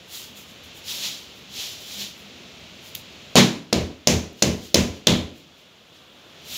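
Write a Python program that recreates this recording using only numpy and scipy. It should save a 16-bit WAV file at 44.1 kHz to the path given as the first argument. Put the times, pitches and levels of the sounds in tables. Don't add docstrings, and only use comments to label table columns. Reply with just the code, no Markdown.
import sys
import numpy as np
from scipy import signal
from scipy.io import wavfile
from scipy.ndimage import uniform_filter1d

SR = 44100
rng = np.random.default_rng(int(sys.argv[2]) if len(sys.argv) > 2 else 0)


def pcm_store(signal):
    levels = np.round(np.clip(np.atleast_2d(signal), -1, 1) * 32767)
    wavfile.write(sys.argv[1], SR, levels.astype(np.int16).T)


def volts_from_db(level):
    exponent = np.asarray(level, float) / 20
    return 10 ** exponent


N = 289737

# pitch_hz, level_db per Hz
AIR_COLOUR = [(20, -17.5), (64, -21), (93, -3.5), (340, -3), (600, -3.5), (800, -9.5), (1400, -8.5),
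              (2400, -17), (3400, -5.5), (4400, -18), (6700, -24.5), (8700, -21.5), (16000, -25)]
# time_s, level_db
STIR = [(0, -1.5), (.1, -1.5), (.6, 0.5), (.75, 2.5), (1.25, 1), (1.45, 0.5), (1.7, 1.5), (3.3, 2),
        (3.7, -3), (5.0, 1.5), (5.5, -1), (5.9, -6), (6.25, -5.5), (6.57, 4.5)]
# start_s, level_db, length_s
BUMPS = [
    (.3, -56, 0.13),
    (.72, -60.5, 0.062),
    (1.46, -55.5, 0.05),
    (1.94, -50.5, 0.15),
    (2.22, -56.5, 0.087),
]
# (after a short hold, each falls 60 dB in about 0.6 of
# ring_s)
ROOM_MODES = [(80.7, 3.5, 0.52), (127.7, -3, 0.28), (159.5, -3, 0.36), (192.4, -0.5, 0.37),
              (238, -1.5, 0.44), (325.2, -6, .3), (370.6, -7.5, 0.37), (426.5, -7.5, 0.52), (499, -9.5, .3),
              (567, -11.5, 0.25), (609, -14, .38), (670, -17.5, 0.27), (776, -23, 0.45),
              (1010, -21.5, 0.57)]

# peak_s, stroke_db, tips_fizz_db, rise_s, fall_s
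SWEEPS = [(.17, -37.5, -42.5, 0.073, 0.13), (.23, -42.5, -56, .04, 0.066), (.38, -47, -50, 0.028, 0.099),
          (.5, -55, -59, .04, .1), (.64, -54, -56, .01, .07), (.78, -65, -52.5, .04, .05),
          (.91, -30, -40, 0.057, 0.28), (1.06, -26, -42, 0.06, 0.11), (1.37, -57, -61, 0.024, 0.1),
          (1.62, -30, -43.5, 0.096, .2), (1.82, -46, -52, .05, 0.17), (1.95, -35.5, -47, 0.11, 0.123),
          (2.02, -30, -43.5, 0.055, 0.099), (2.2, -59, -60, 0.067, 0.11), (2.88, -48, -53, 0.06, .07),
          (2.98, -48, -48.5, 0.03, .05), (4.41, -44, -55, 0.055, .05), (4.66, -38, -48, 0.08, 0.088),
          (4.97, -43.5, -58.5, .05, .06), (5.38, -49.5, -58, .05, 0.098), (5.6, -58, -63.5, 0.055, 0.067),
          (5.97, -53, -68, .05, .08), (6.47, -54, -70, .04, 0.18), (6.57, -33, -40.5, .1, .1)]
# pitch_hz, level_db per Hz
BRISTLE_COLOUR = [(400, -16.5), (700, -16.5), (1400, -20.5), (3400, -1.5), (5400, -5), (7000, -9.5),
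                  (9000, -13.5), (12000, -19.5), (19000, -77.5)]
# pitch_hz, level_db per Hz
TIPS_COLOUR = [(4000, -15.5), (7500, -1.5), (9500, -4), (11000, -0.5), (13000, -2), (16000, -2.5)]
# start_s, peak_db
TICKS = [
    (.638, -54),
    (.7674, -43),
    (2.0144, -36),
    (2.9507, -9.5),
    (2.952, -9),
    (2.9538, -8),
    (2.9615, -18),
    (4.331, -33),
]
# pitch_hz, level_db per Hz
TICK_COLOUR = [(500, -36), (2000, -11), (3500, 0.5), (6000, -8), (9000, -4), (13000, 5), (16000, 1)]

# start_s, crack_peak_db, tail_db, brightness_db per octave, clack_centre_hz
KNOCKS = [
    (3.3557, 6.5, -11, -0.8, 3800),
    (3.7277, 2.5, -24, -1.5, 4290),
    (4.0723, 9.5, -17, 0.6, 5930),
    (4.423, 9.5, -20.5, 0.5, 5700),
    (4.744, 10.5, -17, 0.2, 5800),
    (5.0701, 11, -15.5, -1, 3540),
]
# boom_db, boom_tilt_db per octave, floor_thump_db, clack_db, crack_spread 0-1
LANDINGS = [(-8.5, -2.5, -60, 3, 0.1), (-16.5, 1.5, 2.2, 2.5, .95), (-13.5, 0.8, 0.5, 4.5, 0.7),
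            (-14.5, 0, -2, 1.5, .98), (-12.5, 1.1, 1.5, 2, 0.95), (-11, 0.1, -.4, 7.5, .8)]
GRIPS = [0.99, 0.95, 0.95, .88, 0.87, .82]
# delay_s, level_db
CRACKS = [(0, 8), (.0009, -3), (.0021, 6), (.0033, 2.5)]
# delay_s, level_db
WALLS = [(.0075, -7.5), (0.0125, -9), (0.0145, -37), (.0195, -21), (0.026, -38.5)]
# pitch_hz, level_db per Hz
CRACK_COLOUR = [(150, -82), (300, 17), (600, -2.5), (900, -4.5), (1780, -1.5), (2900, 4.5), (6000, 9),
                (8500, 1.5), (16000, -9)]
# pitch_hz, level_db, t60_s
THUD = [(529, -4, 0.077), (636, -1.2, 0.057), (712, -8, 0.089), (235, -2.5, 0.11), (1043, -15.5, 0.024)]
# pitch_hz, level_db per Hz
FLOOR_COLOUR = [(25, -13.5), (45, -6.5), (75, 1), (100, -2.5), (140, -27), (400, -73)]
# pitch_hz, level_db per Hz
TAIL_COLOUR = [(500, -22), (780, -17.5), (1000, -18.5), (1400, -22.5), (2300, -17.5), (4000, -18.5),
               (6500, -19.5), (9000, -23.5), (16000, -33.5)]
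# pitch_hz, level_db per Hz
LOW_TAIL_COLOUR = [(40, -45), (90, -24.5), (250, -5.5), (450, -6), (750, -16), (830, -42.5), (1500, -59)]
# pitch_hz, t60_s
TAIL_T60 = [(60, 0.38), (160, 0.64), (420, 0.51), (1100, 0.45), (2910, 0.41), (7680, 0.36)]
BOOM_EDGES_HZ = [110, 220, 300, 500]
BOOM_CENTRES_HZ = [80, 170, 250, 400, 620]
BOOM_SHAPE_DB = [-0.5, 3.3, 2.6, -1, 0.26]

# pitch_hz, level_db
MIC_COLOUR = [(20, -17), (70, -5), (110, -1), (2000, 1), (2900, 2), (4100, 2), (4600, 0), (7100, 1.5),
              (8100, -9.5), (16000, -3)]

HISS_DB, BUSTLE_DB = -51, -51.5
BUMP_HZ = 202.4
REST_DB, REST_FIZZ_DB = -47, -73
REST_BEND = 0.77
RISE_DB, FALL_DB = 13, 10.5
STROKE_LIFT_DB, TIPS_LIFT_DB = 3.8, 6
FLOOR_DB, FLOOR_RISE_S, FLOOR_T60_S = 1.5, 0.054, 0.27


def evened(x):
    return x / np.sqrt(np.mean(x ** 2) + 1e-20)


def read(points, hz):
    f, value = np.transpose(points)
    return np.interp(np.log(hz + 1), np.log(f + 1), value)


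def curve(points):
    return np.interp(np.arange(N) / SR, *np.transpose(points))


def add(mix, s, sound):
    part = mix[round(s * SR):][:len(sound)]
    part += sound[:len(part)]


def causal(colour_db):
    log_gain = np.log(volts_from_db(colour_db(np.abs(np.fft.fftfreq(4096, 1 / SR)))))
    return np.fft.ifft(np.exp(np.conj(signal.hilbert(log_gain)))).real[:2048]


def noise(length, field_db, size, patchy_db):
    hop = size // 4
    frames = length // hop + 5
    hz = np.fft.rfftfreq(size, 1 / SR)[:, None]
    a, b, patches = rng.standard_normal((frames, len(hz), 3)).T
    patches = uniform_filter1d(patches, size=8, axis=0)
    patches = evened(uniform_filter1d(patches, size=12, axis=1))
    level_db = field_db(hz, np.arange(frames) * hop / SR) + patchy_db * patches
    return signal.istft((a + 1j * b) * volts_from_db(level_db), nperseg=size, noverlap=size - hop)[1][:length]


def resonate(x, hz, width):
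    turn = np.exp(2j * np.pi * hz * np.arange(len(x)) / SR)
    r = np.exp(-np.pi * width / SR)
    return 2 * (turn * signal.lfilter([1 - r], [1, -r], x / turn)).real


def fall_db(t, t60, hold):
    return -60 * (np.sqrt(t ** 2 + hold ** 2) - hold) / t60


def fading(colour_db, length, size, hold):
    def field_db(hz, s):
        return colour_db(hz) + fall_db(s, read(TAIL_T60, hz), hold)
    return noise(length, field_db, size=size, patchy_db=-0.1)


def hiss():
    return volts_from_db(HISS_DB) * evened(noise(N, lambda hz, t: read(AIR_COLOUR, hz), size=1024, patchy_db=-0.1))


def far_bustle():
    rumble = noise(N, lambda hz, t: -0.01 * hz, size=2048, patchy_db=2.0)
    ring = sum(volts_from_db(0.73 * db) * resonate(rumble, hz, 28.4) for hz, db, t60 in ROOM_MODES)
    bustle = volts_from_db(BUSTLE_DB + curve(STIR)) * evened(ring)
    for s, db, length in BUMPS:
        t = np.arange(0, length, 1 / SR)
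        swell = signal.windows.tukey(len(t), 0.6)
        add(bustle, s, volts_from_db(db + 8.5) * np.sin(2 * np.pi * BUMP_HZ * t) * swell)
    return bustle


def strokes(column, lift_db):
    t = np.arange(0, N, 64) / SR
    rows = np.array(SWEEPS)[:, :, None]
    late = t - rows[:, 0]
    risen = np.minimum(late, 0) / rows[:, 3]
    fallen = np.maximum(late, 0) / rows[:, 4]
    shape_db = -RISE_DB * risen ** 2 - FALL_DB * fallen - lift_db * fallen ** 2
    power = (volts_from_db(rows[:, column] + shape_db) ** 2).sum(0)
    return np.interp(np.arange(N) / SR, t, power)


def bristle_tick():
    t = np.arange(3000) / SR
    shape = np.exp(-t / 0.00033) + 0.029 * np.exp(-t / 0.019)
    tick = signal.oaconvolve(rng.standard_normal(len(t)) * shape, causal(lambda hz: read(TICK_COLOUR, hz)))
    return tick / abs(tick).max()


def broom():
    rest = volts_from_db(curve(STIR))
    push = strokes(column=1, lift_db=STROKE_LIFT_DB)
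    slack = (volts_from_db(REST_DB) * rest) ** 2
    tips = np.sqrt(strokes(column=2, lift_db=TIPS_LIFT_DB) + (volts_from_db(REST_FIZZ_DB) * rest) ** 2)
    bend = REST_BEND + (1 - REST_BEND) * push / (push + slack)
    sample_t = np.arange(N) / SR

    def bent_db(hz, t):
        return read(BRISTLE_COLOUR, hz / np.interp(t, sample_t, bend))
    body = noise(N, bent_db, size=256, patchy_db=0.5)
    fizz = noise(N, lambda hz, t: read(TIPS_COLOUR, hz), size=256, patchy_db=1.0)
    contact = uniform_filter1d(rng.exponential(1, N) ** 2, size=60)
    grit = volts_from_db(0.41 * evened(contact - 2))
    scratch = volts_from_db(-3) * np.sqrt(push + slack) * evened(body)
    out = grit * (scratch + volts_from_db(8.5) * tips * evened(fizz))
    for s, db in TICKS:
        add(out, s, volts_from_db(db) * bristle_tick())
    return out


def coloured(points, hz, tilt_db, clack_hz, clack_db):
    hump = np.exp(-(np.log2((hz + 1) / clack_hz) / 0.3) ** 2)
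    return read(points, hz) + tilt_db * np.log2((hz + 200) / 4000) + clack_db * hump


def booms(boom_db, tilt_db, thump_db):
    tilted = boom_db + np.array(BOOM_SHAPE_DB) + tilt_db * np.log2(np.array(BOOM_CENTRES_HZ) / 250)
    return tilted + thump_db * (np.arange(len(tilted)) == 0)


def cracks_and_echoes(length, colour, spread):
    blow = np.zeros(length)
    add(blow, 0, 0.034 * rng.standard_normal(130) * np.linspace(0, 1, 130) ** 2)
    t = np.arange(200) / SR
    for delay, db in [(d * spread, db) for d, db in CRACKS] + WALLS:
        burst = rng.choice([-1., 1.], 200) * rng.uniform(0.33, 1, 200)
        burst *= np.exp(-t / (0.00035 + 0.16 * delay))
        add(blow, 0.0032 + delay, volts_from_db(db + 0.34 * rng.standard_normal()) * burst)
    blow = signal.oaconvolve(blow, causal(lambda hz: coloured(CRACK_COLOUR, hz, *colour)))[:length]
    return blow / abs(blow).max()


def diffuse_tail(t, colour, tail_db):
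    tail = fading(lambda hz: coloured(TAIL_COLOUR, hz, *colour), len(t), size=256, hold=0.02)
    return tail * volts_from_db(tail_db) * (1 - np.exp(-t / 0.011)) / tail[:len(t) // 6].std()


def low_tail(t, booms_db):
    feed = list(zip(BOOM_CENTRES_HZ, booms_db))
    low = fading(lambda hz: read(LOW_TAIL_COLOUR, hz) + read(feed, hz), len(t), size=512, hold=0.023)
    return volts_from_db(-2.0) * low * (1 - np.exp(-t / 0.018))


def floor_flex(t, booms_db):
    flex = evened(noise(len(t), lambda hz, s: read(FLOOR_COLOUR, hz), size=2048, patchy_db=0.2))
    level = volts_from_db(booms_db[0] + FLOOR_DB + fall_db(t, FLOOR_T60_S, 0.12))
    return level * flex * (1 - np.exp(-(t / FLOOR_RISE_S) ** 2))


def handle_thud(t, booms_db, grip):
    return sum(volts_from_db(booms_db[-1] + 4.0 + db - 60 * t / t60) * np.sin(2 * np.pi * hz * grip * t)
               for hz, db, t60 in THUD)


def room_boom(t, booms_db):
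    out = np.zeros(len(t))
    for hz, db, t60 in ROOM_MODES:
        a, b, c = rng.random(3)
        build = 1 - np.exp(-(t * (hz + 60) / 6.3) ** 1.6)
        neighbour = np.sin(2 * np.pi * (hz * (0.92 + 0.16 * a) * t + b))
        pair = np.sin(2 * np.pi * (hz * t + c)) + 0.35 * neighbour
        feed_db = booms_db[np.searchsorted(BOOM_EDGES_HZ, hz)]
        out += volts_from_db(feed_db + db - 2.0 + fall_db(t, 0.59 * t60, 0.12)) * build * pair
    return out


def knock(crack_db, tail_db, colour, booms_db, spread, grip):
    t = np.arange(int(0.6 * SR)) / SR
    out = volts_from_db(crack_db - 1.5) * cracks_and_echoes(len(t), colour, spread)
    ringing = diffuse_tail(t, colour, tail_db) + low_tail(t, booms_db) + floor_flex(t, booms_db)
    ringing += handle_thud(t, booms_db, grip) + room_boom(t, booms_db)
    add(out, 0.003, ringing)
    return out


def scene():
    mix = hiss() + far_bustle() + broom()
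    for hit, landing, grip in zip(KNOCKS, LANDINGS, GRIPS):
        s, crack_db, tail_db, tilt_db, clack_hz = hit
        *boom, clack_db, spread = landing
        colour = (tilt_db, clack_hz, clack_db)
        add(mix, s - 0.003, knock(crack_db, tail_db, colour, booms(*boom), spread, grip))
    return mix[None]


def gain_control(x):
    blocks = x[0, :N // 256 * 256].reshape(-1, 256)
    power_db = 10 * np.log10((blocks ** 2).mean(1) + 1e-12)
    cut_db = np.zeros(len(power_db) + 1)
    for k, wanted_db in enumerate(np.clip(0.5 * (power_db + 31.5), 0, 12.0)):
        if wanted_db > cut_db[k]:
            cut_db[k + 1] = cut_db[k] + 0.032 * (wanted_db - cut_db[k])
        else:
            cut_db[k + 1] = max(cut_db[k] - 0.04, 0)
    return x * volts_from_db(-np.interp(np.arange(N), np.arange(len(cut_db)) * 256, cut_db))


def top_cut(x):
    return signal.sosfilt(signal.butter(12, 16720, fs=SR, output="sos"), x)


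def record(dry):
    x = signal.oaconvolve(dry, causal(lambda hz: read(MIC_COLOUR, hz))[None])[:, :N]
    x = signal.oaconvolve(x, signal.firwin(255, 15700, window=("kaiser", 7), fs=SR)[None], "same")
    x = np.clip(gain_control(x), -1, 1)
    x = signal.oaconvolve(x, signal.firwin(127, 16800, fs=SR)[None], "same")
    return top_cut(np.clip(x, -1, 1))


dry = scene()
out = record(dry)
pcm_store(out)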